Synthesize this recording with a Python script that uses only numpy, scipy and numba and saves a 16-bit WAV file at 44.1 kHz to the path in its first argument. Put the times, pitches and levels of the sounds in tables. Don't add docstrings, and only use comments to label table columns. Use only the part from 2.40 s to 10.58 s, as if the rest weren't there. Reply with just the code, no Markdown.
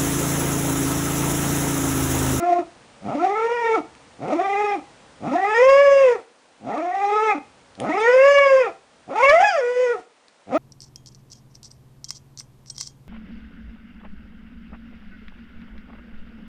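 import sys
import numpy as np
from scipy import signal
from scipy.fft import rfft, irfft
from scipy.io import wavfile
from scipy.ndimage import uniform_filter1d, minimum_filter1d
from numba import njit

SR = 44100
rng = np.random.default_rng(int(sys.argv[2]) if len(sys.argv) > 2 else 0)


def persist_wave(psi):
    counts = np.round(np.clip(psi, -1, 1) * 32767).astype(np.int16)
    wavfile.write(sys.argv[1], SR, np.atleast_2d(counts).T)


def linear_from_db(decibels):
    return 10 ** (np.asarray(decibels, float) / 20)


N = 360738
TIME = np.arange(N) / SR


def dog():
    # time in seconds, pitch in Hz, level in dB, overtones against the fundamental in dB.
    first_cries = [
        [(0.0, 351, -22.5, 3), (0.058, 351.8, -23, 1.5), (0.128, 352.6, -19, 3), (0.188, 352.6, -23, -3.5),
         (0.24, 257, -35, -16)],
        [(0.7, 151.3, -27, 10.5), (0.786, 313.5, -27.5, -4.5), (0.838, 364.5, -19.5, 2.5),
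         (0.894, 400.6, -24.5, -2.5), (1.084, 467.8, -21.5, -3.5), (1.16, 479.2, -25, 6.5),
         (1.354, 437.3, -18, -1.5), (1.41, 249.2, -29, -19)],
        [(1.877, 204.4, -28, 5.5), (1.925, 302.6, -26, 1.5), (1.97, 337.4, -27.5, -11), (2.01, 370.4, -21, 0),
         (2.043, 385.3, -22, 8), (2.227, 417, -22.5, 2), (2.339, 399.8, -23, 6.5), (2.373, 309.7, -26, -28.5),
         (2.4, 262, -35, 1)],
    ]
    long_cries = [
        [(2.903, 264, -25, -4), (2.977, 366.5, -22, 3), (3.141, 441.8, -21, 7), (3.2, 488.5, -10.5, -3.5),
         (3.257, 527.7, -7, -4), (3.419, 569.3, -16, -0.5), (3.619, 542.3, -14.5, -4.5),
         (3.73, 469.2, -14, -12), (3.82, 266.4, -53.5, -6)],
        [(4.29, 163.5, -29, 8), (4.36, 277.6, -28.5, 12), (4.428, 333.4, -27.5, -0.5),
         (4.546, 383.7, -23.5, 14), (4.746, 421.8, -22, 1.5), (4.868, 443.5, -21, 2.5), (4.918, 409.3, -20, 9),
         (4.96, 315.7, -30, -10.5), (4.99, 241, -30.5, -5.5)],
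        [(5.46, 171.9, -25.5, 12), (5.497, 318.7, -23, 0.7), (5.584, 419, -21, 4), (5.66, 468.4, -17, -1.5),
         (5.774, 523.2, -7.5, -10), (5.89, 567.8, -14, 4.5), (6.02, 563, -15, 2), (6.225, 510, -16.5, -7),
         (6.31, 299.6, -36.5, -6.5)],
    ]
    yelp = [(6.727, 316.1, -25.5, 6), (6.784, 441.7, -22, 9.5), (6.84, 550.5, -13.5, 5),
            (6.905, 575, -11, 7.5), (6.927, 625.7, -9, -6), (6.957, 668.5, -7, -2.5),
            (7.002, 725, -9, -1.5), (7.032, 854.6, -16.5, 5), (7.091, 822.5, -20.5, 17)]
    whine = [(7.22, 478, -22.5, -11), (7.438, 506.8, -18, -12), (7.528, 470.7, -23, -9),
             (7.61, 296, -45.5, -1)]
    last_cry = [(8.13, 265, -25, 2), (8.158, 320, -19, 3), (8.18, 350, -21, 3)]
    # upper partials in dB, hoarseness 0-1, length of opening rasp in seconds.
    voices = [(-4.5, 0.06, 0.011), (-4, 0.3, 0.148), (1.5, 0.22, 0.14), (0.7, 0.13, .14),
              (-0.5, 0.18, 0.15), (2.5, 0.26, .17), (-1.5, 0, 0.15), (1, 0, .08)]
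    # start in seconds, length in seconds,
    # level reached in dB.
    creaks = [(0.61, .055, -28), (1.782, .045, -29), (2.795, .04, -30), (4.2, .055, -36),
              (5.365, .05, -27.5), (6.668, .022, -38), (8.062, .035, -35.5)]
    cries = first_cries + long_cries + [yelp + whine, last_cry]
    howls = np.zeros(N)
    for rows, creak, voice in zip(cries, [None] + creaks, voices):
        howls = howls + cry(with_creak(rows, creak), *voice)
    return howls


def with_creak(rows, creak):
    if creak is None:
        return np.array(rows)
    start_s, length_s, reached_db = creak
    overtones_db = 7.5
    opening_clicks = [(start_s, 78, -50, overtones_db),
                      (start_s + length_s, 111.64, reached_db, overtones_db)]
    return np.array(opening_clicks + rows)


def cry(rows, upper_db, hoarse, rasp_s):
    # time in seconds, strain 0-1.
    strain = [(6.7, 0.01), (6.79, 0.37), (6.845, 0.48), (6.9, 0.34), (6.925, 0.65), (6.98, 0.35),
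              (7.012, 0.76), (7.06, 0.36), (7.24, 0)]
    top_hz, step = 9850, 32
    s, *columns = rows.T
    start = int(s[0] * SR)
    t = TIME[start:int(s[-1] * SR)]
    hz, level_db, overtone_db = (
        uniform_filter1d(np.interp(t, s, c), size=700, mode="nearest") for c in columns)

    glide = uniform_filter1d(np.abs(np.gradient(np.log(hz))) * SR, size=1500)
    slack = np.clip(np.clip(210 / hz, 0, 1) ** 2.5 + glide / 20, 0, 1)
    rasp = np.exp(-((t - t[0]) / rasp_s) ** 4)
    rough = np.clip(slack + hoarse + 0.6 * rasp + np.interp(t, *np.transpose(strain)), 0, 1)
    opening = np.clip((hz - 440) / 80, 0, 1)

    jitter = 0.001 + 0.085 * slack ** 1.5 + 0.016 * rough ** 1.5
    hz = hz * (1 + 0.0015 * walk(30, len(t)) + jitter * walk(170, len(t)))
    phase = 2 * np.pi * np.cumsum(hz) / SR

    k = np.arange(1, 29)[:, None]
    slow = slice(0, None, step)
    f = k * hz[slow]
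    db = throat(f, t[slow], opening[slow])
    db += (k > 1) * np.where(k == 3, 0.55, 1) * overtone_db[slow]
    dull_db = np.clip(17 * np.log2(f[0] / 524.4), -15.5, 0) + upper_db
    db += np.clip((f - 1300) / 400, 0, 1) * dull_db
    db -= 7 * np.clip((150 - f[0]) / 50, 0, 1) * np.log2(np.maximum(f / 300, 1))
    db += level_db[slow] - 10 * np.log10(np.sum(linear_from_db(2 * db), axis=0))

    patches, flicker, drift = (
        np.array([walk(rate * step, f.shape[1]) for _ in k]) for rate in (22, 80, 5))
    db += np.where(k > 2, 2.7, 0.8) * patches
    db += (0.95 + 3.7 * rough[slow] + f / 4500) * flicker * np.clip(f[0] / 300, 0.3, 1)
    db -= 18 * rough[slow] * np.clip(f / 3000 - 1, 0, 1)
    turn = 2.0 * drift * (1 - slack[slow]) * (1 - 1.1 * opening[slow]) - 0.5 * k * (k < 6)

    gains, turn = (uniform_filter1d(np.repeat(v, step, axis=1), step)[:, :len(t)]
                   for v in (linear_from_db(db) * (f < top_hz), turn))
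    tone = -np.sqrt(2) * np.sum(gains * np.cos(k * phase + turn), axis=0)
    effort = np.sqrt(np.sum(gains ** 2, axis=0))
    voice = tone * (1 - 0.13 * rasp) + breath(phase, effort, rough, slack, opening)
    edge = np.clip(np.minimum(t - t[0] + (s[0] == 0), t[-1] - t) / 0.0055, 0, 1)
    return np.pad(voice * edge, (start, N - start - len(t)))


def throat(f, t, opening):
    # frequency in Hz, level in dB.
    mouth_shut = [(250, 4), (400, -3), (750, 2), (1050, -12.5), (1320, -6), (1650, -20), (2000, -11.5),
                  (2450, -10.5), (2900, -31.5), (3700, -24), (4300, -42.5), (5200, -27), (7000, -33),
                  (9900, -45)]
    mouth_open = [(500, 11), (1100, 2.5), (1700, -8), (2250, -5.5), (2800, -13.5), (3400, -23), (4100, -46),
                  (4600, -25.5), (5100, -17), (5700, -26.5), (6400, -24), (7300, -28.5), (8500, -39.5),
                  (9900, -53)]
    # time in seconds, frequency in Hz.
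    lips = [(0, 1900), (.7, 2230), (1.2, 1860), (1.35, 2247), (2.2, 2140), (2.9, 1860), (3.2, 1945),
            (3.32, 2615), (3.7, 2590), (4.4, 1710), (4.85, 2550), (5.6, 1850), (5.9, 2114), (6.15, 2540),
            (6.75, 1824), (6.89, 2345), (7.05, 1845), (7.4, 1900)]
    jaw = opening * np.maximum(np.clip((7.17 - t) / 0.1, 0, 1), f > 2900)
    db = (1 - jaw) * shape(mouth_shut, f) + jaw * shape(mouth_open, f)
    lips_hz, lips_width_hz = np.interp(t, *np.transpose(lips)), 131
    db += 7.5 * np.exp(-((f - lips_hz) / lips_width_hz) ** 2)
    ring_hz, ring_width_hz = 735, 45
    db += 6 * np.exp(-((f - ring_hz) / ring_width_hz) ** 2)
    return db


def breath(phase, effort, rough, slack, opening):
    # centre in Hz, width in Hz, level in dB.
    cavities = [(694, 770, -4), (1164, 690, -9.5), (2040, 910, -1.5), (3060, 990, -19), (5600, 770, -13.5),
                (6500, 510, -17), (8900, 1200, -24)]
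    # centre in Hz, width in Hz, level in dB.
    chest = (304, 62, -18.5)
    puff = rng.standard_normal(len(phase)) * (1 + 0.25 * np.cos(phase))
    puff = puff * effort * linear_from_db(-23.5 + 12.4 * rough)
    air = hiss(puff * (1 - opening), *chest)
    for hz, width, db in cavities:
        air = air + hiss(puff * (1 - 0.49 * slack * (hz > 1800)), hz, width, db)
    return air - opening * resonance(air, 4100, 670)


def hiss(puff, hz, width, db):
    twice = resonance(resonance(puff, hz, width), hz, width)
    return linear_from_db(db) * twice * np.sqrt(SR / width) / 2


def resonance(x, hz, width):
    return signal.lfilter(*signal.iirpeak(hz, hz / width, SR), x)


def shape(table, hz):
    f, db = np.transpose(table)
    return np.interp(np.log(np.maximum(hz, 1)), np.log(f), db)


def walk(rate, size):
    k = int(SR / rate)
    held = np.repeat(rng.standard_normal(size // k + 1), k)
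    return 1.3 * uniform_filter1d(uniform_filter1d(held, k), k)[:size]


def ticks():
    # start in seconds, peak in dB, frequency in Hz.
    clicks = [(1.5515, -36.5, 2480), (1.883, -32, 2430), (4.3792, -32, 3706), (5.353, -36.5, 4300),
              (5.4011, -18, 3190), (7.883, -38, 4260)]
    out, t = np.zeros(N), TIME[:600]
    for s, db, hz in clicks:
        ring = np.exp(-t / 0.00059) * np.sin(2 * np.pi * hz * t)
        scrape = 0.5 * np.exp(-t / 0.0011) * rng.standard_normal(len(t))
        start = int(s * SR)
        out[start:start + len(t)] += linear_from_db(db) * (ring + scrape)
    return out


def room(near):
    # frequency in Hz, width in Hz, level in dB.
    standing_waves = [(294.2, 16, -4), (324, 14, -16.5), (561.6, 37, -3.5), (672, 7.8, 0), (722, 11, -1),
                      (884, 4.7, -15.5), (826, 13, -18), (1115, 18, -5), (1275, 24, 0), (1716.4, 18, 13.5),
                      (1850, 22, 7.5), (2020, 8.1, -23.5), (2520, 5.6, -2), (2700, 19, -1.5)]
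    t60_s, damp = 0.3, 0.1
    lags = np.array([331, 467, 613, 797, 1009, 1231, 1487, 1789])
    out = linear_from_db(-18) * walls(near + 1e-18, lags, linear_from_db(-60 * lags / SR / t60_s), damp)
    for hz, width, db in standing_waves:
        out = out + linear_from_db(db) * resonance(near, hz, width)
    return out


@njit
def walls(x, lags, gain, damp):
    line, soft, out = np.zeros((8, 4096)), np.zeros(8), np.zeros(len(x))
    for i in range(len(x)):
        total = 0.
        for k in range(8):
            soft[k] += (1 - damp) * (gain[k] * line[k, (i - lags[k]) & 4095] - soft[k])
            total += soft[k]
            out[i] += soft[k] * (1 - 2 * (k % 2))
        for k in range(8):
            line[k, i & 4095] = x[i] + soft[k] - total / 4
    return out


def hush(near):
    # frequency in Hz, level in dB per Hz.
    murmur = [(15, -67), (25, -23.5), (65, -13.5), (220, -11.5), (262, -8.5), (391, -15.5), (466, -9),
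              (555, -9), (695, -12), (870, -11), (1010, -13.5), (3270, -21.5), (9830, -29.5),
              (12800, -68.5), (21600, -120)]
    # time in seconds, whole band in dB,
    # extra bass in dB, seconds until the bass is back.
    steps_down = [
        (3.8, -5, -24.5, 0.4),
        (6.33, -3, -14, 0.2),
        (7.028, 4, -19, 0.34),
        (7.6, -7.5, -20, 3.0),
    ]
    noise = irfft(rfft(rng.standard_normal(N)) * linear_from_db(shape(murmur, np.fft.rfftfreq(N, 1 / SR))), N)
    noise *= linear_from_db(-44.5) / noise.std()
    loud_db = 10 * np.log10(np.abs(uniform_filter1d(near ** 2, size=6000)) + 1e-9)
    spill = np.clip((loud_db + 18.5) / 16.5, 0, 1)
    all_db, bass_db = -6.5 + 12.5 * spill, 3.5
    for s, db, low_db, back_s in steps_down:
        since = np.maximum(TIME - s, 0)
        step = np.minimum(since / 0.063, 1)
        all_db = all_db + db * step * np.exp(-since / 2.2)
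        bass_db = bass_db + low_db * step * np.exp(-since / back_s)
    bass = signal.sosfiltfilt(signal.butter(2, 220, fs=SR, output="sos"), noise)
    return linear_from_db(all_db) * (noise - bass + bass * linear_from_db(bass_db))


def scene():
    near = dog() + ticks()
    return (near + room(near) + hush(near))[None]


def roll_off(x):
    return signal.sosfilt(signal.butter(12, 15700, fs=SR, output="sos"), x)


def record(dry):
    limit, knee, knee_room, hard_floor = 0.46, 0.56, 0.2, -0.712
    room_left = minimum_filter1d(limit / np.maximum(dry, limit), size=441)
    x = dry * uniform_filter1d(room_left, size=331)
    rumble_band = signal.butter(2, (22, 110), "bandpass", fs=SR, output="sos")
    x = x + linear_from_db(-9.5) * signal.sosfilt(rumble_band, x ** 4)
    x = np.where(x < -knee, -knee + knee_room * np.tanh((x + knee) / knee_room), x)
    x = signal.sosfilt(signal.ellip(12, 0.2, 75, 9850, fs=SR, output="sos"), x)
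    return roll_off(np.maximum(x, hard_floor))


dry = scene()
out = record(dry)
persist_wave(out)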